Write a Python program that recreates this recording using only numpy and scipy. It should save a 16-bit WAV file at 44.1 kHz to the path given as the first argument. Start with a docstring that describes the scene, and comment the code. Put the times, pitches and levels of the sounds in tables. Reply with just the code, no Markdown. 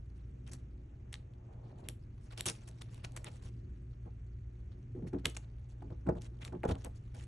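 """Peeling and rubbing a vinyl decal

In a workshop, a paper liner is peeled from a vinyl decal: snaps ring as damped modes, rips are grainy noise.
Gloved fingers then rub the vinyl onto a car hood, whose sheet metal judders, knocks and booms in its modes.
Ventilation noise and wavering mains hum fill the room; the walls add a short decaying tail.
A mid and side pair hears it in stereo, below a fixed band limit."""
import sys
import numpy as np
from scipy import signal
from scipy.fft import rfft, irfft, next_fast_len
from scipy.io import wavfile
from scipy.ndimage import uniform_filter1d, map_coordinates

SR = 44100
rng = np.random.default_rng(int(sys.argv[2]) if len(sys.argv) > 2 else 0)


def wrap_up_sound(samples):
    """Save the sound to the file named by the first command line argument, as 16-bit audio."""
    columns = np.atleast_2d(samples).T
    # keep every value between -1 and 1, then stretch to whole-number steps
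    tamed = np.clip(columns, -1, 1)
    steps = np.round(tamed * 32767).astype(np.int16)
    wavfile.write(sys.argv[1], SR, steps)


N = 320607  # samples

# Sharp snaps: mostly glue cracks, with a few echoes and fingertip ticks:
# [t/s, level/dB, ringing pitch f/Hz, treble over ring/dB]
SHARP_SNAPS = [(0.5349, -43, 4500, 7), (1.1292, -36, 3440, 4), (1.141, -28.5, 3830, -9),
               (1.155, -41.5, 3680, -15.5), (1.337, -59, 3220, -9), (1.887, -30, 3400, 6),
               (1.899, -50, 3300, 0), (2.325, -49.5, 2204, -1), (2.3766, -42, 3353, 8.5),
               (2.4083, -22.5, 3760, 3.5), (2.4572, -29.5, 3200, 8), (2.489, -28.5, 2676, -8.5),
               (2.689, -56, 3720, 7), (2.713, -52, 4150, -6), (2.82, -36, 3470, -1.5),
               (2.9452, -46.5, 4220, 5.5), (3.048, -30.5, 5050, -18), (3.1205, -57, 4050, 12),
               (3.165, -41.5, 2220, 12), (3.1741, -37.5, 2230, 0), (3.2446, -39.5, 2100, 13),
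               (3.285, -55, 3340, 11.5), (5.076, -51.5, 1935, 1.5), (5.2557, -13, 3730, -10.5),
               (5.258, -19, 3020, -1.5), (5.2684, -36.5, 3450, 9.5), (5.299, -55, 3290, 19),
               (5.3668, -34, 2470, -3.5), (6.2201, -37.5, 6040, -8.5), (6.2697, -62, 6000, 0),
               (6.45, -32.5, 3860, -5.5), (6.4791, -41, 2250, -9), (6.6338, -33, 1900, -20),
               (6.7135, -41, 2370, -3), (6.754, -44, 2920, -10), (6.847, -42.5, 2750, 13)]
# Lower modes of the snapping sheet: [multiple of the pitch, relative level/dB]
RING_MODES = [(0.551, -2), (1, 2.5), (1.599, -8)]
# Upper modes of the sheet: [f/Hz, width/Hz, relative level/dB]
SPIT_MODES = [(5700, 460, 1), (8000, 420, 4), (9720, 500, -12.5), (11400, 900, 0.5)]
RING_CYCLES = 9  # cycles of the pitch in which a ring falls 60 dB
# The fingertip's tick as it lands: delay/s, level/dB, its growth in dB per dB of brightness
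TICK_S, TICK_DB, TICK_GROWTH = 0.003, -4.5, 0.6
TICK_HZ, TICK_TREBLE_DB = 1562, -12.5
# Faint random snaps: rate per s, level over the rustle/dB, dB per e-fold of a random size, central pitch/Hz
CRACKLE_PER_S, CRACKLE_DB, CRACKLE_SIZE_DB, CRACKLE_HZ = 12, 7.5, 2, 3340


def snaps():
    """Impulsive excitation: each snap or tick is a ring of a few cycles under a spit of treble."""
    ring, spit = np.zeros(N + SR), np.zeros(N + SR)
    t = np.arange(SR // 50) / SR
    level_db, = curves(RUSTLE_LEVEL)
    gap, size, pitch = rng.uniform(1e-6, 1, (300, 3)).T
    times = np.cumsum(-np.log(gap)) / CRACKLE_PER_S  # a Poisson process
    crackle = [(s, level_db[int(s * SR)] + CRACKLE_DB + CRACKLE_SIZE_DB * np.log(u), CRACKLE_HZ * (0.5 + v), -4)
               for s, u, v in zip(times, size, pitch) if s * SR < N]
    ticks = [(s + TICK_S, db + TICK_GROWTH * bright_db + TICK_DB, TICK_HZ, TICK_TREBLE_DB)
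             for s, _, db, bright_db in FINGER_STROKES]
    for s, db, hz, treble_db in SHARP_SNAPS + ticks + crackle:
        detunes = rng.uniform(0.9, 1.08, len(RING_MODES))
        modes = np.zeros(len(t))
        for i, ((multiple, mode_db), detune) in enumerate(zip(RING_MODES, detunes)):
            sign = (-1) ** i
            modes += sign * amp(mode_db) * np.sin(2 * np.pi * hz * multiple * detune * t)
        onset = 1 - np.exp(-t / 0.000077)
        place(ring, s, amp(db - 60 * t * hz / RING_CYCLES) * onset * modes)
        place(spit, s, amp(db + treble_db - 60 * t / 0.0062) * rng.standard_normal(len(t)))
    ring = filtered(ring[:N], lambda hz: highpass(hz, 1000, 4))
    spit = filtered(spit[:N], lambda hz: peaks(SPIT_MODES, hz) * highpass(hz, 6000, 8) * lowpass(hz, 11900, 12))
    return ring + spit


# Liner tearing or crumpling, with a few soft rubs and glove scrapes:
# [t/s, length/s, level/dB, relative treble level/dB]
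GRAINY_BURSTS = [(0.157, 0.025, -79.5, -4), (0.464, 0.031, -66.5, -4), (0.514, 0.0096, -62, 5),
                 (0.53, 0.0044, -63, 8.5), (0.537, 0.014, -66, 1), (0.55, 0.056, -83, -1.5),
                 (1.125, 0.0063, -59.5, -2), (1.138, 0.012, -61, -4), (1.63, 0.089, -78, -13),
                 (1.776, 0.031, -72, -6), (1.836, 0.034, -71.5, -9.5), (1.884, 0.013, -59, -3.5),
                 (2.207, 0.066, -79, 2), (2.305, 0.032, -63, -11.5), (2.373, 0.034, -51, -2),
                 (2.456, 0.044, -41, 2), (2.503, 0.061, -74.5, 8.5), (2.673, 0.016, -64.5, 3.5),
                 (2.811, 0.0094, -58.5, 3), (2.906, 0.076, -75, 1.5), (3.034, 0.0096, -66, 2),
                 (3.042, 0.0085, -47.5, -6.5), (3.162, 0.013, -51, -1), (3.24, 0.019, -59.5, -14),
                 (3.263, 0.023, -55, -17), (3.311, 0.064, -75.5, 5), (3.419, 0.07, -68, -2.5),
                 (3.93, 0.0062, -70.5, -19), (4.714, 0.014, -70.5, -14), (5.065, 0.027, -68, -4),
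                 (5.183, 0.015, -70.5, -5.5), (5.246, 0.008, -56.5, -4), (5.252, 0.0091, -40, -17),
                 (5.272, 0.041, -76, 12.5), (5.346, 0.0053, -59.5, 1), (5.3657, 0.0048, -47.5, -0.5),
                 (5.423, 0.023, -71, -9.5), (5.686, 0.044, -78.5, 1), (6.165, 0.022, -73, -5),
                 (6.21, 0.056, -68.5, 0.5), (6.408, 0.027, -59.5, -6.5), (6.442, 0.038, -61.5, -1),
                 (6.676, 0.03, -57.5, -5), (6.708, 0.014, -52, -9), (6.778, 0.051, -72, -1.5),
                 (6.84, 0.024, -59, -5.5), (6.952, 0.027, -80, 8), (7.14, 0.1, -67.5, -0.5)]
# Liner moving: [t/s, level/dB]
RUSTLE_LEVEL = [(0, -84.5), (1.5, -88), (2.15, -85.5), (2.55, -67.5), (2.75, -74.5), (3.25, -72),
                (3.7, -85.5), (5.0, -85.5), (5.5, -84.5), (7.27, -79)]
# Spectral colour of the paper: [f/Hz, relative level/dB]
PAPER_COLOUR = [(410, -52), (700, -8.5), (901, -3), (1170, 1), (1670, 1.5), (3730, -2.5), (5170, -0.5),
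                (6420, -6), (8470, -10.5), (11000, -14.5), (12400, -40.5), (16200, -120)]
SCRAPE_DB, SCRAPE_TREBLE_DB = -16.5, -8  # the glove's scrape under the bright part of its stroke


def liner():
    """Granular friction noise: rips, rubs and scrapes are dense grains over a faint rustle in paper's colour."""
    def paper(hz):
        return amp(along(PAPER_COLOUR, hz))

    grains = grit(4.5, 2200)
    spikes = grit(2.0, 900)
    dull = grains * patchy(coloured(lambda hz: paper(hz) * lowpass(hz, 5000, 8)), depth_db=4.0)
    bright = grains * spikes * patchy(coloured(lambda hz: paper(hz) * highpass(hz, 5000, 8)), depth_db=3.5)
    scrapes = [(s + TICK_S, 0.15 * length, db + bright_db + SCRAPE_DB, SCRAPE_TREBLE_DB)
               for s, length, db, bright_db in FINGER_STROKES]
    low, high = bursts(GRAINY_BURSTS + scrapes, rise=0.001, fall=0.0044, linger=0.025)
    level_db, = curves(RUSTLE_LEVEL)
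    rustle = amp(level_db + 0.4 * wobble(3.9)) * grit(3.4, 300) * patchy(coloured(paper), depth_db=4.0)
    return low * dull + high * unit(bright) + rustle


# Finger strokes on the hood: [t/s, length/s, level/dB, relative brightness/dB]
FINGER_STROKES = [(1.82, 0.081, -54, -16), (2.377, .012, -56, -18), (2.467, 0.02, -58.5, -19.5),
                  (3.255, 0.016, -62, -2), (4.052, 0.029, -53.5, -10), (4.949, 0.05, -43, -23.5),
                  (5.022, 0.047, -39.5, -26.5), (5.129, 0.011, -36, -12), (5.144, 0.024, -34.5, -21),
                  (5.24, 0.041, -44.5, -15.5), (5.819, 0.0078, -47.5, -5), (5.834, 0.04, -49.5, -27),
                  (5.9, 0.026, -44, -13.5), (6.059, 0.013, -44, -15), (6.065, 0.027, -36.5, -8.5),
                  (6.087, 0.012, -34.5, -0.5), (6.103, 0.02, -36.5, -31), (6.15, 0.025, -44, -9),
                  (6.467, 0.031, -58, -12), (6.521, 0.022, -42, -8), (6.546, 0.019, -39, -21),
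                  (6.635, 0.0072, -33.5, -2), (6.648, 0.011, -34.5, -1.5), (6.671, 0.013, -42.5, -13),
                  (6.687, 0.017, -32.5, -5.5), (6.708, 0.015, -38, -9), (6.746, 0.014, -49.5, -3),
                  (6.843, 0.03, -52.5, -4), (7.142, 0.034, -62.5, 0)]
# Glove sliding softly on the hood: [t/s, level/dB]
SLIDE_LEVEL = [(0, -87), (1.15, -78), (1.4, -71), (1.84, -68), (1.95, -82), (3.3, -70.5), (3.62, -98),
               (4.9, -88.5), (5.4, -80.5), (6.74, -75), (7.27, -93)]
# Spectral colour of the rubbed sheet metal: [f/Hz, relative level/dB]
SHEET_COLOUR = [(29, -24), (50, 5.5), (187, 4), (532, -7.5), (642, -10), (859, -11), (985, -14.5),
                (1210, -17), (2170, -35.5), (3000, -57), (3900, -120)]
# Modes of the hood panel: [f/Hz, width/Hz, relative level/dB]
HOOD_MODES = [(170, 30, -1), (275, 30, 6), (350, 18, 11), (470, 40, 13), (634, 35, 7), (840, 40, 1),
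              (1430, 60, -12)]
SHAKE_DB, SHAKE_BRIGHT_DB = -4.5, -3.5  # every grainy burst shakes the hood under it
KNOCK_DB = 0.5  # the landing knock over the judder


def hood():
    """Modal response to friction: each push starts with a knock, then the panel judders in its modes."""
    def panel(hz):
        return amp(along(SHEET_COLOUR, hz)) * (0.58 + 0.5 * peaks(HOOD_MODES, hz))

    judder = grit(2.2, 140)
    body = judder * coloured(lambda hz: panel(hz) * lowpass(hz, 450, 6))
    edge = judder * coloured(lambda hz: panel(hz) * highpass(hz, 480, 6))
    shakes = [(s, length, db + SHAKE_DB, SHAKE_BRIGHT_DB) for s, length, db, _ in GRAINY_BURSTS]
    pushes = FINGER_STROKES + shakes
    low, high = bursts(pushes, rise=0.0044, fall=0.0061, linger=0.15)
    slide_db, = curves(SLIDE_LEVEL)
    high = high + amp(slide_db + 1.5 * wobble(9))

    knocks = np.zeros(N + SR)
    t = np.arange(SR // 10) / SR
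    soft = (1 - np.exp(-t / 0.002)) ** 2  # a fingertip lands gently
    chances = rng.standard_normal((len(pushes), len(HOOD_MODES)))
    for (s, _, db, bright_db), chance in zip(pushes, chances):
        for (hz, width, _), luck in zip(HOOD_MODES, chance):
            level_db = db + KNOCK_DB + 2.5 * luck + bright_db * (hz > 400)
            decay = np.exp(-np.pi * 1.5 * width * t)
            place(knocks, s, amp(level_db) * decay * soft * np.sin(2 * np.pi * hz * t))
    rubbing = (low * body + high * edge) * amp([[0], [-4]])
    return rubbing + knocks[:N] * [[1], [0]]  # knocks in the mid only


# A hand's weight flexes the whole panel: [t/s, level/dB]
HAND_LEANS = [(5.251, -35), (6.091, -36.5), (6.685, -28.5), (6.713, -23.5)]
FLEX_HZ, FLEX_T60_S, FLEX_RISE_S = 86, 0.12, 0.0022


def flex():
    """A single damped mode: the whole panel gives a low, short boom."""
    boom = np.zeros(N + SR)
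    t = np.arange(SR // 2) / SR
    onset = 1 - np.exp(-t / FLEX_RISE_S)
    for s, db in HAND_LEANS:
        place(boom, s, amp(db - 60 * t / FLEX_T60_S) * onset * np.sin(2 * np.pi * FLEX_HZ * t))
    return boom[:N]


# Reverberation time of the workshop: [f/Hz, t60/s]
WALL_DECAY = [(200, .35), (2500, .2), (10000, .19)]


def walls(x):
    """Diffuse reverberation: the workshop answers with noise that decays at its own speed at each frequency."""
    hz, t, z = signal.stft(rng.standard_normal((2, SR // 2)), SR, nperseg=256)
    decay = amp(-60 * t / along(WALL_DECAY, hz)[:, None])
    tail = signal.istft(z * decay, SR, nperseg=256)[1]
    delayed = np.pad(x, (400, 0))  # samples before the tail begins
    return signal.fftconvolve(delayed[None], tail / np.linalg.norm(tail[0]), axes=1)[:, :N]


# Levels of the low room tone: [t/s, rumble level/dB, hum level/dB, level of the hum's octave/dB]
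DRONE_LEVELS = [(0, -53, -49, -54), (2.2, -52.5, -61, -51), (2.4, -55.5, -56.5, -48.5),
                (3.5, -50.5, -57.5, -46.5), (4.15, -51, -46.5, -49), (7.27, -51.5, -48, -48.5)]
# Spectral colour of the room: [f/Hz, relative level/dB]
ROOM_COLOUR = [(12, -39.5), (20, -8), (49, 1.5), (90, 2), (118, -2), (135, -6), (147, -16.5), (356, -29),
               (548, -34.5), (611, -35.5), (991, -48.5), (2350, -59), (4600, -78.5), (6350, -68),
               (12400, -99.5), (16200, -120)]
# A fuzzy line in the drone: [f/Hz, width/Hz, relative level/dB]
BUZZ_LINE = [(362.4, 2.6, 8)]
MAINS_HZ, AIR_DB = 58.34, -83


def workshop():
    """Stationary noise and phase-modulated tones: rumble, wavering hum lines, drone and airflow."""
    def tone(hz):
        return amp(along(ROOM_COLOUR, hz))

    def low(hz):
        return lowpass(hz, 140, 6)

    def split(hz):
        return lowpass(hz, 450, 6)

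    def middle(hz):
        return lowpass(hz, 1300, 4)

    rumble_db, mains_db, double_db = curves(DRONE_LEVELS)
    rumble = amp(rumble_db + 1.2 * wobble(3)) * coloured(lambda hz: tone(hz) * low(hz))
    turn = 2 * np.pi * MAINS_HZ * np.arange(N) / SR
    hum = amp(mains_db + 2.5 * wobble(4)) * np.sin(turn + 1.2 * wobble(7))
    octave = amp(double_db + 1.2 * wobble(6)) * np.sin(2 * turn + 2.49 * wobble(4))
    drone_noise = coloured(lambda hz: tone(hz) * (1 - low(hz)) * split(hz) * (1 + peaks(BUZZ_LINE, hz)))
    drone = amp(-57.5 + 1.8 * wobble(3.543)) * drone_noise
    gusts_db = 1.5 * wobble(8)
    air = amp(AIR_DB + gusts_db) * coloured(lambda hz: tone(hz) * (1 - split(hz)) * middle(hz))
    hiss = amp(-81.0 + 0.9 * wobble(9.1)) * coloured(lambda hz: tone(hz) * (1 - middle(hz)))
    return rumble + hum + octave + drone + (air + hiss) * amp([[0], [3]])


# The microphone pair: [f/Hz, side gain/dB]
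SIDE_GAIN = [(60, -60), (170, -28), (500, 2.5), (900, 5), (1300, -0.5), (1900, -12), (2800, 1), (4000, -7),
             (5100, -4.5), (6500, -20), (8300, -3.5), (9700, -11), (11300, 3), (12400, -6.5)]


def scene():
    """Mid-side stereophony: side hears diffuse sound, and the treble of near sounds a little late."""
    def alike(hz):
        return 0.33 * highpass(hz, 1800, 6)

    def late(hz):
        return np.exp(-2j * np.pi * hz * 0.000515)  # delay in s

    def notch(hz):
        return 1 - 0.54 / (1 + ((hz - 5050) / 350) ** 2)  # the microphone ports cancel each other here

    mid, other = liner() + hood()
    mid = mid + snaps() + flex()
    wet = amp(-17.5) * walls(mid)
    tone = workshop()
    shared = filtered(mid, lambda hz: alike(hz) * late(hz))
    unrelated = filtered(other, lambda hz: np.sqrt(1 - np.minimum(alike(hz), 1) ** 2))
    side = filtered(shared + unrelated + wet[1] + tone[1], lambda hz: amp(along(SIDE_GAIN, hz)))
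    mid = filtered(mid + wet[0] + tone[0], lambda hz: notch(hz) * lowpass(hz, 11700, 24))
    return np.array([mid + side, mid - side])


TOP_HZ = 12400


def record(dry):
    """Band limitation: the recorder keeps nothing at or above its top frequency."""
    return filtered(dry, lambda hz: hz < TOP_HZ)


def bursts(rows, rise, fall, linger):
    """Exponential envelopes (dull, bright) that start, hold and fade; long ones rise and fade more gently."""
    low, high = np.zeros(N + SR), np.zeros(N + SR)
    t = np.arange(SR) / SR
    for s, length, db, bright_db in rows:
        attack = 1 - np.exp(-t / (rise + linger * length))
        release = np.exp(-np.maximum(t - length, 0) / (fall + linger * length))
        place(low, s, amp(db) * attack * release)
        place(high, s, amp(db + bright_db) * attack * release)
    return low[:N], high[:N]


def patchy(x, depth_db):
    """Time-frequency modulation by random patches of gain: the flexing sheet keeps changing its colour."""
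    z = signal.stft(x, nperseg=256)[2]
    field = rng.standard_normal(z.shape[1:])
    field = uniform_filter1d(field, size=7, axis=0)
    field = uniform_filter1d(field, size=6, axis=1)
    return unit(signal.istft(z * amp(depth_db * unit(field)), nperseg=256)[1][:, :N])


def grit(spread_db, rate):
    """Stick-slip modulation: a spiky gain of rms 1, as friction lets go in uneven grains."""
    return unit(amp(spread_db * wobble(rate)))


def coloured(gain):
    """Spectral shaping: two unrelated noises (mid, side), scaled to a joint rms of 1."""
    return unit(filtered(rng.standard_normal((2, N)), gain))


def peaks(modes, hz):
    """Modal superposition: a sum of bell-shaped resonances."""
    return sum(amp(db) / np.sqrt(1 + (2 * (hz - centre) / width) ** 2) for centre, width, db in modes)


def lowpass(hz, corner, order):
    """Low-pass response: the gain is halved at the corner and falls above it."""
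    return 1 / (1 + (hz / corner) ** order)


def highpass(hz, corner, order):
    """High-pass response: the gain is about halved at the corner and falls below it."""
    return 1 / (1 + (corner / (hz + 1)) ** order)


def filtered(x, response):
    """Linear filtering: the spectrum of x times a response of frequency."""
    m = next_fast_len(N + SR // 2)
    return irfft(rfft(x, m) * response(np.fft.rfftfreq(m, 1 / SR)), m)[..., :N]


def place(track, s, sound):
    """Superposition: adds a sound to the track at s seconds."""
    track[round(s * SR):][:len(sound)] += sound


def wobble(rate):
    """Slow random modulation: a smooth curve with rate knots a second."""
    return map_coordinates(rng.standard_normal(int(N * rate / SR) + 4), [np.arange(N) * rate / SR])


def curves(rows):
    """Linear interpolation in time: one value per sample for each column after t."""
    s, *columns = np.transpose(rows)
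    return [np.interp(np.arange(N) / SR, s, column) for column in columns]


def along(points, hz):
    """Interpolation of (f/Hz, value) points on a logarithmic frequency axis."""
    f, v = np.transpose(points)
    return np.interp(np.log(hz + 1), np.log(f + 1), v)


def amp(db):
    """Logarithmic level: decibels to amplitude gain."""
    return 10 ** (np.asarray(db) / 20)


def unit(x):
    """Normalisation: x scaled to rms 1."""
    return x / np.sqrt(np.mean(x ** 2) + 1e-20)


dry = scene()
out = record(dry)
wrap_up_sound(out)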